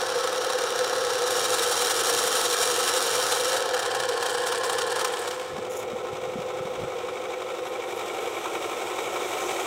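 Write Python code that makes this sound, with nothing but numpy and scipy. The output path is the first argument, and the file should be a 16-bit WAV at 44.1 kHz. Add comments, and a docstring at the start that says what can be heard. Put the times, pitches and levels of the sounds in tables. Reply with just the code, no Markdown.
"""A gritty, pulsing grind: a small wet band saw on a patio table cuts a branch of coral and runs free,
then, heard close up, starts a second cut. The blade loop laps about 11.5 times a second,
shaking the frame in the same way and scraping at the same places on every lap. Diamond grit
grinds the wet stone, steel rings, the motor hums underneath, and fingers bump the microphone."""
import sys
import numpy as np
from scipy import signal
from scipy.fft import rfft, irfft, next_fast_len
from scipy.io import wavfile
from scipy.ndimage import uniform_filter1d, map_coordinates

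SR = 44100
rng = np.random.default_rng(int(sys.argv[2]) if len(sys.argv) > 2 else 0)


def bounce(signal):
    """Save signal as a 16-bit WAV file at the path given by the first command-line argument."""
    frames = np.transpose(np.atleast_2d(signal))
    limited = np.clip(frames, -1, 1)
    pcm = np.round(limited * 32767).astype(np.int16)
    wavfile.write(sys.argv[1], SR, pcm)


N = 426006
TIME = np.arange(N) / SR
FREE_S, FREE_FADE_S = 3.72, 0.45  # the branch has parted and the blade runs free
NEAR_S, NEAR_FADE_S = 5.334, 0.7  # the distant saw crossfades into the saw heard close up

# broad colour of the free-running saw: f/Hz, level/dB
FREE_SAW_COLOUR = [(200, -13), (290, -12), (350, -1), (600, -6), (1350, -3), (1750, 3.5), (2100, -18),
                   (3500, -10), (4500, -10), (6000, -16.5), (9000, -19), (11000, -30), (15500, -37)]
# its resonances: f/Hz, width/Hz, lift/dB
FREE_SAW_MODES = [(488, 126, 14), (725, 140, 7), (828, 130, 8.3), (1030, 110, 11.3), (1410, 60, 6),
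                  (2320, 170, 9), (2870, 130, 6.5), (3140, 150, 10), (5540, 260, 5)]
# bumps on the microphone: t/s, relative level/dB, f/Hz
MIC_BUMPS = [(5.582, -25, 210), (5.931, -25.5, 220), (6.129, -29, 140), (6.274, -33, 150),
             (6.356, -19.5, 225), (6.386, -22, 175), (6.606, -28, 150), (6.652, -28, 180),
             (6.779, -28, 130), (6.83, -23.5, 125)]


def amp(db):
    """Decibels to gain."""
    return 10 ** (np.asarray(db) / 20)


def unit(x):
    """Scaled to rms 1."""
    return x / np.sqrt(np.mean(x ** 2) + 1e-20)


def wobble(rate):
    """A smooth random curve, rate knots a second."""
    return map_coordinates(rng.standard_normal(int(N * rate / SR) + 4), [TIME * rate], order=2)


def after(s, fade):
    """Rises from 0 to 1 around time s."""
    return np.clip((TIME - s) / fade + .5, 0, 1)


def swell(s, length):
    """Rises to 1 at time s and falls again."""
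    return np.exp(-((TIME - s) / length) ** 2)


def band(x, lo_hz, hi_hz):
    """The part of x between two steep edges."""
    size = next_fast_len(N + 8192)
    hz = np.fft.rfftfreq(size, 1 / SR) + 1
    cut = np.sqrt((1 + (lo_hz / hz) ** 20) * (1 + (hz / hi_hz) ** 20))
    return irfft(rfft(x, size) / cut, size)[:N]


def ringing(colour, modes=(), size=8192):
    """Causal impulse response of a body with a broad colour and resonances."""
    hz = np.fft.rfftfreq(size, 1 / SR) + 1
    colour_hz, colour_db = np.transpose(colour)
    broad_db = np.interp(np.log(hz), np.log(colour_hz), colour_db)
    peaks_db = sum(lift / (1 + (2 * (hz - centre) / width) ** 2) for centre, width, lift in modes)
    cepstrum = irfft(np.log(amp(broad_db + peaks_db)))
    cepstrum[1:size // 2] *= 2  # fold to minimum phase
    cepstrum[size // 2 + 1:] = 0
    return irfft(np.exp(rfft(cepstrum)))


def through(x, response):
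    """x played through an impulse response."""
    return signal.fftconvolve(x, response)[:N]


def grit(rate, scatter_db, wash):
    """Tiny impacts of uneven size, rate a second, on a wash of finer ones."""
    sizes = amp(scatter_db * np.clip(rng.standard_normal(N), -2, 2)) * rng.choice([-1, 1], N)
    impacts = unit(sizes * (rng.random(N) < rate / SR))
    return unit(impacts + wash * rng.standard_normal(N))


def struck(times, db, modes, t60, vary_db):
    """Steel struck at the given times; each blow shares itself anew among the modes."""
    t, sound = np.arange(SR // 10) / SR, np.zeros(N + SR)
    hz, mode_db = np.transpose(modes)[:, :, None]
    rings = amp(mode_db - 60 * t / t60) * (1 - np.exp(-t / .0012))
    scatter = rng.standard_normal((len(times), 2, len(modes), 1))
    for s, blow_db, (size, detune) in zip(times, db, scatter):
        tones = np.sin(2 * np.pi * (hz + 14 * detune) * t)
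        sound[int(s * SR):][:len(t)] += (amp(blow_db + vary_db * size) * rings * tones).sum(0)
    return sound[:N]


def patio(x, wet_db, t60):
    """Table top, wall and roof add a short diffuse answer."""
    t = np.arange(SR // 3) / SR
    tail = rng.standard_normal(len(t)) * amp(-60 * t / t60) * (t > .003)
    return x + amp(wet_db) * through(x, tail / np.linalg.norm(tail))


def rumble(load, level_db, load_db, near_db, handled_db):
    """Low rumble of table and air, stronger under load and while the microphone is handled."""
    # rumble spectrum: f/Hz, level/dB
    colour = [(20, -28), (50, -17.5), (80, -12), (108, -4), (160, -10.5), (260, -6.5), (500, -25.5),
              (3000, -68)]
    handled = after(MIC_BUMPS[0][0], 0.7) - after(MIC_BUMPS[-1][0] + 0.21, 0.26)
    db = level_db + load_db * load + near_db * after(NEAR_S, NEAR_FADE_S) + handled_db * handled
    return amp(db) * unit(through(rng.standard_normal(N), ringing(colour)))


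def handling(bump_db, rub_db):
    """Soft, dull thuds and rubs of fingers on the microphone body."""
    # finger slides: t/s, swell/s, relative level/dB
    slides = [(5.55, .05, -44), (6.825, .04, -36.5)]
    # their spectrum: f/Hz, level/dB
    colour = [(20, -16), (60, -7), (140, 1), (240, -6), (330, -10), (600, -46)]
    t, thuds = np.arange(SR // 8) / SR, np.zeros(N)
    decay = amp(-60 * t / .038) * (1 - np.exp(-t / .003))
    for s, db, hz in MIC_BUMPS:
        thuds[int(s * SR):][:len(t)] += amp(db) * decay * np.sin(2 * np.pi * hz * t)
    sliding = sum(amp(db) * swell(s, length) for s, length, db in slides)
    friction = unit(through(rng.standard_normal(N), ringing(colour)))
    return amp(bump_db) * band(thuds, 20, 340) + amp(rub_db) * sliding * friction


def motor(laps_per_s, whirr_db, near_db, hum_db):
    """A wavering whirr geared to the blade, and the fourth multiple of the mains."""
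    turns_per_lap, hum_hz = 10.7, 199.2
    whirr = np.sin(2 * np.pi * np.cumsum(turns_per_lap * laps_per_s + 4 * wobble(14)) / SR)
    whirr *= amp(whirr_db + near_db * after(NEAR_S, NEAR_FADE_S) + 3.1 * wobble(6))
    return whirr + amp(hum_db + wobble(3)) * np.sin(2 * np.pi * hum_hz * TIME)


def crackle(level_db, start_s, end_s):
    """A brief, high, uneven crackle as the coral shifts on the wet table."""
    # broad colour of wet coral: f/Hz, level/dB
    colour = [(3500, -38), (5800, -3), (9000, -11), (15000, -11)]
    # its resonances: f/Hz, width/Hz, lift/dB
    modes = [(7000, 700, 8.2), (10100, 580, 6)]
    sputter = grit(rate=1500, scatter_db=4, wash=0.34) * amp(3.1 * wobble(130))
    ring = band(through(sputter, ringing(colour, modes)), 4500, 16000)
    return amp(level_db) * unit(ring) * (after(start_s, 0.01) - after(end_s, 0.034))


def chips(level_db, rate, scatter_db, t60, start_s, end_s):
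    """The parted coral brushes the free blade and sheds small, bright ticks at random."""
    t = np.arange(SR // 10) / SR
    ticks = (rng.random(N) < rate / SR) * amp(scatter_db * np.clip(rng.standard_normal(N), -1.5, 1.5))
    envelope = through(ticks, amp(-60 * t / t60) * (1 - np.exp(-t / 0.0027)))
    brushing = after(start_s, .1) - after(end_s, 0.11)
    ring = through(rng.standard_normal(N), ringing(FREE_SAW_COLOUR, FREE_SAW_MODES))
    return amp(level_db) * envelope * brushing * unit(band(ring, 7200, 17000))


def squeals(gain_db, sputter_db):
    """The blade squeaks thinly and in sputters as it grazes the coral, and rasps as it sinks in."""
    # squeaks and rasps of the second cut: t/s, swell/s, f/Hz, width/Hz, relative level/dB
    squeaks = [(7.7, .08, 11330, 260, -62), (7.95, .07, 11400, 420, -54), (8.25, .25, 11400, 260, -60),
               (9.35, .3, 12500, 300, -58), (9.45, .2, 6250, 650, -44.5)]
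    sound = np.zeros(N)
    for s, length, hz, width, db in squeaks:
        ring = signal.lfilter(*signal.iirpeak(hz, hz / width, SR), rng.standard_normal(N))
        sound += amp(db) * swell(s, length) * unit(ring)
    return amp(gain_db) * sound * unit(amp(sputter_db * wobble(45)))


def guide_pings(laps):
    """Heard close up, the loop strikes its guide at the same places on every lap."""
    # strikes: place/lap, relative level/dB
    strikes = [(.015, 0), (.595, -6), (.835, -4.5)]
    # their strength: t/s, level/dB
    strength = [(5.4, -46), (6.6, -41), (7.2, -33.5), (8.5, -29.5), (9.6, -29)]
    # modes of the guide: f/Hz, level/dB
    modes = [(2290, 0), (2390, -7), (3390, -14), (3760, -14)]
    places, place_db = np.transpose(strikes)
    times = np.interp(np.arange(int(laps[-1]) + 1)[:, None] + places, laps, TIME)
    db = np.interp(times, *np.transpose(strength)) + place_db
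    return after(NEAR_S, NEAR_FADE_S) * struck(times.ravel(), db.ravel(), modes, t60=.045, vary_db=2.5)


def blade_ring(load, count, snap_db):
    """Grit snapping in the first cut keeps the taut blade ringing, louder under load."""
    # modes of the blade: f/Hz, level/dB
    modes = [(2915, -4), (3135, -1), (4008, 0), (4545, -5), (5660, -1), (6605, -1), (7455, -7), (9020, -8),
             (9965, -6)]
    times = rng.random(count) * FREE_S
    return (.15 + .85 * load) * struck(times, np.full(count, snap_db), modes, t60=.075, vary_db=4.5)


def tick_bursts(response, gain_db):
    """Short gritty bursts of ticks; close up, they are the louder knocks of the blade loop."""
    # bursts: t/s, relative level/dB
    bursts = [(3.3216, -14), (3.656, -23), (3.743, -18), (3.793, -16.5), (3.827, -22), (3.8577, -21),
              (3.9475, -17.5), (4, -17.5), (4.088, -19), (4.226, -16.5), (4.261, -20), (4.2944, -24),
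              (4.4668, -19.5), (4.484, -21), (4.522, -18.5), (4.6405, -21), (4.695, -20.5), (4.723, -34),
              (4.785, -16), (4.815, -20.5), (4.9014, -26), (4.958, -24), (4.992, -22), (5.012, -18.5),
              (5.0465, -14), (5.275, -16.5), (5.308, -20), (7.083, -20), (7.333, -21), (8.457, -15),
              (8.552, -16), (9.1581, -24), (9.599, -20)]
    t60, rise_s = .062, .006
    envelope = sum(amp(db - 60 * np.abs(TIME - s) / t60) * after(s, rise_s) for s, db in bursts)
    chatter = grit(rate=1800, scatter_db=0, wash=0.68)
    return amp(gain_db) * through(envelope * chatter, response / np.linalg.norm(response))


def lap_noise(laps, repeat, size=4096):
    """Shaking of which a share comes back on every lap, because it is the shape of the loop."""
    loop = unit(irfft(np.exp(2j * np.pi * rng.random(size // 2 + 1))))
    looped = unit(np.interp(laps % 1 * size, np.arange(size), loop))
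    share = np.clip(repeat, 0, 1)
    return np.sqrt(share) * looped + np.sqrt(1 - share) * rng.standard_normal(N)


def bite(laps, place, length):
    """Once a lap, a place on the loop bites fast and lets go slowly (0-1)."""
    away = ((laps - place + .5) % 1 - .5) / length + 0.22
    return np.exp(-(away / np.where(away < 0, .7, 1.2)) ** 2)


def scraping(laps, load, free, near):
    """Contact pressure in dB: rough places bite unevenly, and a free blade flutters more."""
    # rough places from afar: place/lap, length/laps, weight unloaded, weight loaded
    rough = [(.035, 0.1, 1, 2), (.09, 0.023, 4.5, -0.5), (.195, 0.033, 7, 5), (.315, 0.046, 2.5, 5),
             (0.421, 0.025, 5, 6.5), (.58, 0.13, 0, 4), (.74, 0.046, 3, 5), (0.823, 0.042, 5, 3.5),
             (.9, 0.072, 0.5, 6)]
    # close up, where each lap chugs and then eases: place/lap, length/laps, weight
    chugs = [(.04, .075, 4.2), (.22, .05, 1.8), (.44, .04, 1.8), (.62, .11, 2.8), (.845, .065, 4.4)]

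    def touch(place, length):
        return (1 + 0.078 * wobble(12)) * bite(laps, place, length)

    flutter_db = (1 + 0.5 * free * (1 - near)) * (0.45 * wobble(30) + 0.99 * wobble(130))
    far = sum((idle + (loaded - idle) * load) * touch(place, length)
              for place, length, idle, loaded in rough)
    close = (1 - 0.64 * load) * sum(weight * touch(place, length) for place, length, weight in chugs)
    return (1.26 + 0.21 * near) * ((1 - near) * far + near * close) + flutter_db


def radiate(force, voices, lo_hz, hi_hz):
    """One band of a force sounding through the saw's changing voice, at a steady rms of 1."""
    force = band(force, lo_hz, hi_hz)
    sound = sum(np.sqrt(share) * unit(through(force, response)) for share, response in voices)
    return sound / np.sqrt(np.abs(uniform_filter1d(sound ** 2, SR // 3)) + 1e-9)


def frame_drone(laps, load, near, voices):
    """The frame sings at multiples of the lap rate; a loaded blade slips and blurs them."""
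    # frame tones: multiple, far level/dB, close level/dB
    tones = [(31, -21, -7), (32, -12, -25), (35, -18, -13), (39, -11, -9), (40, -11, -8), (41, -6, -7),
             (42, -6, -5), (43, -2, 0), (45, 0, -25), (68, -22, -9.5)]
    song = np.zeros(N)
    for multiple, far_db, near_db in tones:
        slip = (0.025 + 0.085 * load) * wobble(14)
        db = far_db + (near_db - far_db) * near + 1.86 * wobble(9)
        song += amp(db) * np.sin(2 * np.pi * (multiple * laps + slip + rng.random()))
    song /= np.sqrt(uniform_filter1d(song ** 2, SR // 3))
    blur = radiate(rng.standard_normal(N), voices, 422, 547)
    clean = 0.14 + (0.57 + 0.17 * near) * (1 - load) ** 2
    return np.sqrt(clean) * song + np.sqrt(1 - clean) * blur


def table_boom(laps, load, voices):
    """Shaken by the loop, the table booms below the frame's main resonance."""
    return radiate(lap_noise(laps, repeat=0.74 * (1 - load)), voices, 258, 448)


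def wheel_rattle(laps, load, near, pressure_db, voices):
    """The loop rattles the wheels; close up it knocks harder once a lap, perhaps at its joint."""
    joint_db = 2.5 * near * (1 - .5 * load) * bite(laps, place=.035, length=0.15)
    knocks = lap_noise(laps, repeat=.5 - 0.51 * load) + 0.73 * grit(rate=700, scatter_db=3.5, wash=0.15)
    knocks *= amp(0.62 * pressure_db + joint_db)
    return radiate(patio(knocks, wet_db=-9, t60=0.17), voices, 560, 1916)


def grinding(pressure_db):
    """Diamond grit strikes the wet stone, louder as the pressure rises."""
    return patio(grit(rate=5000, scatter_db=3, wash=0.97) * amp(pressure_db), wet_db=-13, t60=0.06)


def spray(contact, pressure_db, near):
    """Harder contact fizzes more brightly; close up an even mist of water fills the gaps."""
    fizz = unit(contact * amp(0.25 * (2 - near) * pressure_db))
    return fizz + 0.48 * near * rng.standard_normal(N)


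def layer_gain(layer, load, free, near):
    """A layer's level follows the load; the distant sound fades out as the close one fades in."""
    # per layer: unloaded level/dB (first cut, free, close), change at full load/dB (far, close)
    levels = {"drone": (-28.5, -31, -34, -2.5, -6.5), "boom": (-42.5, -41.5, -44.5, 4, 10),
              "rattle": (-31.5, -31, -38.5, 2, 7), "grind": (-35.5, -36, -45.5, 6, 9),
              "fizz": (-43.5, -43, -56.5, 12.5, 14.5)}
    first_db, free_db, near_db, far_load_db, near_load_db = levels[layer]
    far = amp(first_db + (free_db - first_db) * free + far_load_db * load)
    return np.hypot((1 - near) * far, near * amp(near_db + near_load_db * load))


def saw(laps, load):
    """Shaking, grinding and ticks sound through the saw's body: cutting, running free, then close up."""
    # broad colour of the first cut and close up: f/Hz, level/dB
    cut_colour = [(200, -12), (290, -12), (350, -4), (600, -7), (1350, -1), (1750, -3), (2100, -13.5),
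                  (2550, -14.5), (3500, -10.5), (4500, -10), (6000, -12), (9000, -13.5), (11000, -19.5),
                  (15500, -25.5)]
    close_colour = [(200, -7.5), (290, -12.5), (350, 5.5), (600, -7.5), (1350, -10.5), (1750, -21.5),
                    (2100, -20), (3500, -19.5), (4500, -30.5), (6000, -25), (8400, -28.5), (9300, -36),
                    (11000, -38), (15500, -39.5)]
    # their resonances and notches: f/Hz, width/Hz, lift/dB
    cut_modes = [(498, 68, 16.5), (730, 100, 6), (840, 93, 4.5), (1280, 110, 4.5), (2350, 120, 7.5),
                 (2760, 120, 7), (2915, 70, 8), (2995, 50, -6), (3140, 110, 10), (3390, 90, 5),
                 (3630, 110, 5), (3830, 130, 7), (4008, 70, 6.5), (4260, 80, 4.5), (5630, 440, 9.5),
                 (6620, 130, 7), (7230, 200, 6.5), (8950, 470, 5.5), (9945, 170, 6.5), (10400, 250, 3.5),
                 (13000, 450, 4), (14920, 500, 4.3)]
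    close_modes = [(505, 75, 9.2), (585, 64, 4), (765, 120, 7.2), (1054, 60, 5.3), (1115, 80, -5),
                   (1300, 300, 5), (1870, 85, 7), (2280, 240, 7.5), (3760, 240, 4)]
    free, near = after(FREE_S, FREE_FADE_S), after(NEAR_S, NEAR_FADE_S)
    cut_voice, close_voice = ringing(cut_colour, cut_modes), ringing(close_colour, close_modes)
    free_voice = ringing(FREE_SAW_COLOUR, FREE_SAW_MODES)
    voices = [(1 - free, cut_voice), (free * (1 - near), free_voice), (near, close_voice)]
    pressure_db = scraping(laps, load, free, near)
    layers = {"drone": frame_drone(laps, load, near, voices),
              "boom": table_boom(laps, load, voices),
              "rattle": wheel_rattle(laps, load, near, pressure_db, voices)}
    contact = grinding(pressure_db)
    layers["grind"] = radiate(contact, voices, 1936, 6050)
    layers["fizz"] = radiate(spray(contact, pressure_db, near), voices, 6980, 16000)
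    running = sum(layer_gain(name, load, free, near) * sound for name, sound in layers.items())
    ticks = (1 - near) * tick_bursts(cut_voice, gain_db=-4)
    ticks += near * band(tick_bursts(close_voice, gain_db=-4.5), 890, 4500)
    return running + band(ticks, 600, 17000)


def scene():
    """Saw, motor, ringing steel, coral, bumps and low rumble at one microphone on the patio."""
    # blade speed, sagging under load: t/s, lap rate/Hz
    speed = [(0.0, 11.57), (1.15, 11.67), (1.5, 11.18), (1.95, 10.61), (2.4, 11.53), (3.0, 11.37),
             (3.45, 11.87), (3.9, 11.56), (5.26, 11.36), (5.34, 11.87), (6.5, 11.99), (7.6, 12.02),
             (8.2, 11.25), (8.5, 10.65), (8.8, 11.8), (9.5, 11.33)]
    # how hard the coral is pressed against the blade: t/s, load (0-1)
    feed = [(0, 0.07), (1.2, 0.26), (1.33, 0.7), (1.85, 0.92), (2.65, 0.94), (3.53, 0.74), (3.65, 0),
            (6.7, 0.09), (7.84, 0.23), (7.92, 0.45), (9.2, 0.77), (9.47, 0.94)]
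    laps_per_s, load = np.interp(TIME, *np.transpose(speed)), np.interp(TIME, *np.transpose(feed))
    laps = np.cumsum(laps_per_s) / SR
    machine = saw(laps, load) + motor(laps_per_s, whirr_db=-58, near_db=-9, hum_db=-60.5)
    coral = (chips(level_db=-33, rate=80, scatter_db=5, t60=0.022, start_s=4.2, end_s=5.33)
             + crackle(level_db=-46, start_s=5.7, end_s=5.83)
             + squeals(gain_db=1, sputter_db=5))
    low = (handling(bump_db=2, rub_db=-3.5)
           + rumble(load, level_db=-56.5, load_db=3, near_db=-1, handled_db=6.5))
    steel = guide_pings(laps) + blade_ring(load, count=260, snap_db=-39.8)
    return (machine + steel + coral + low)[None]


def record(dry):
    """The microphone passes nothing above 15.8 kHz."""
    size = next_fast_len(N + 8192)
    passband = np.fft.rfftfreq(size, 1 / SR) < 15800
    return irfft(rfft(dry, size) * passband, size)[:, :N]


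dry = scene()
out = record(dry)
bounce(out)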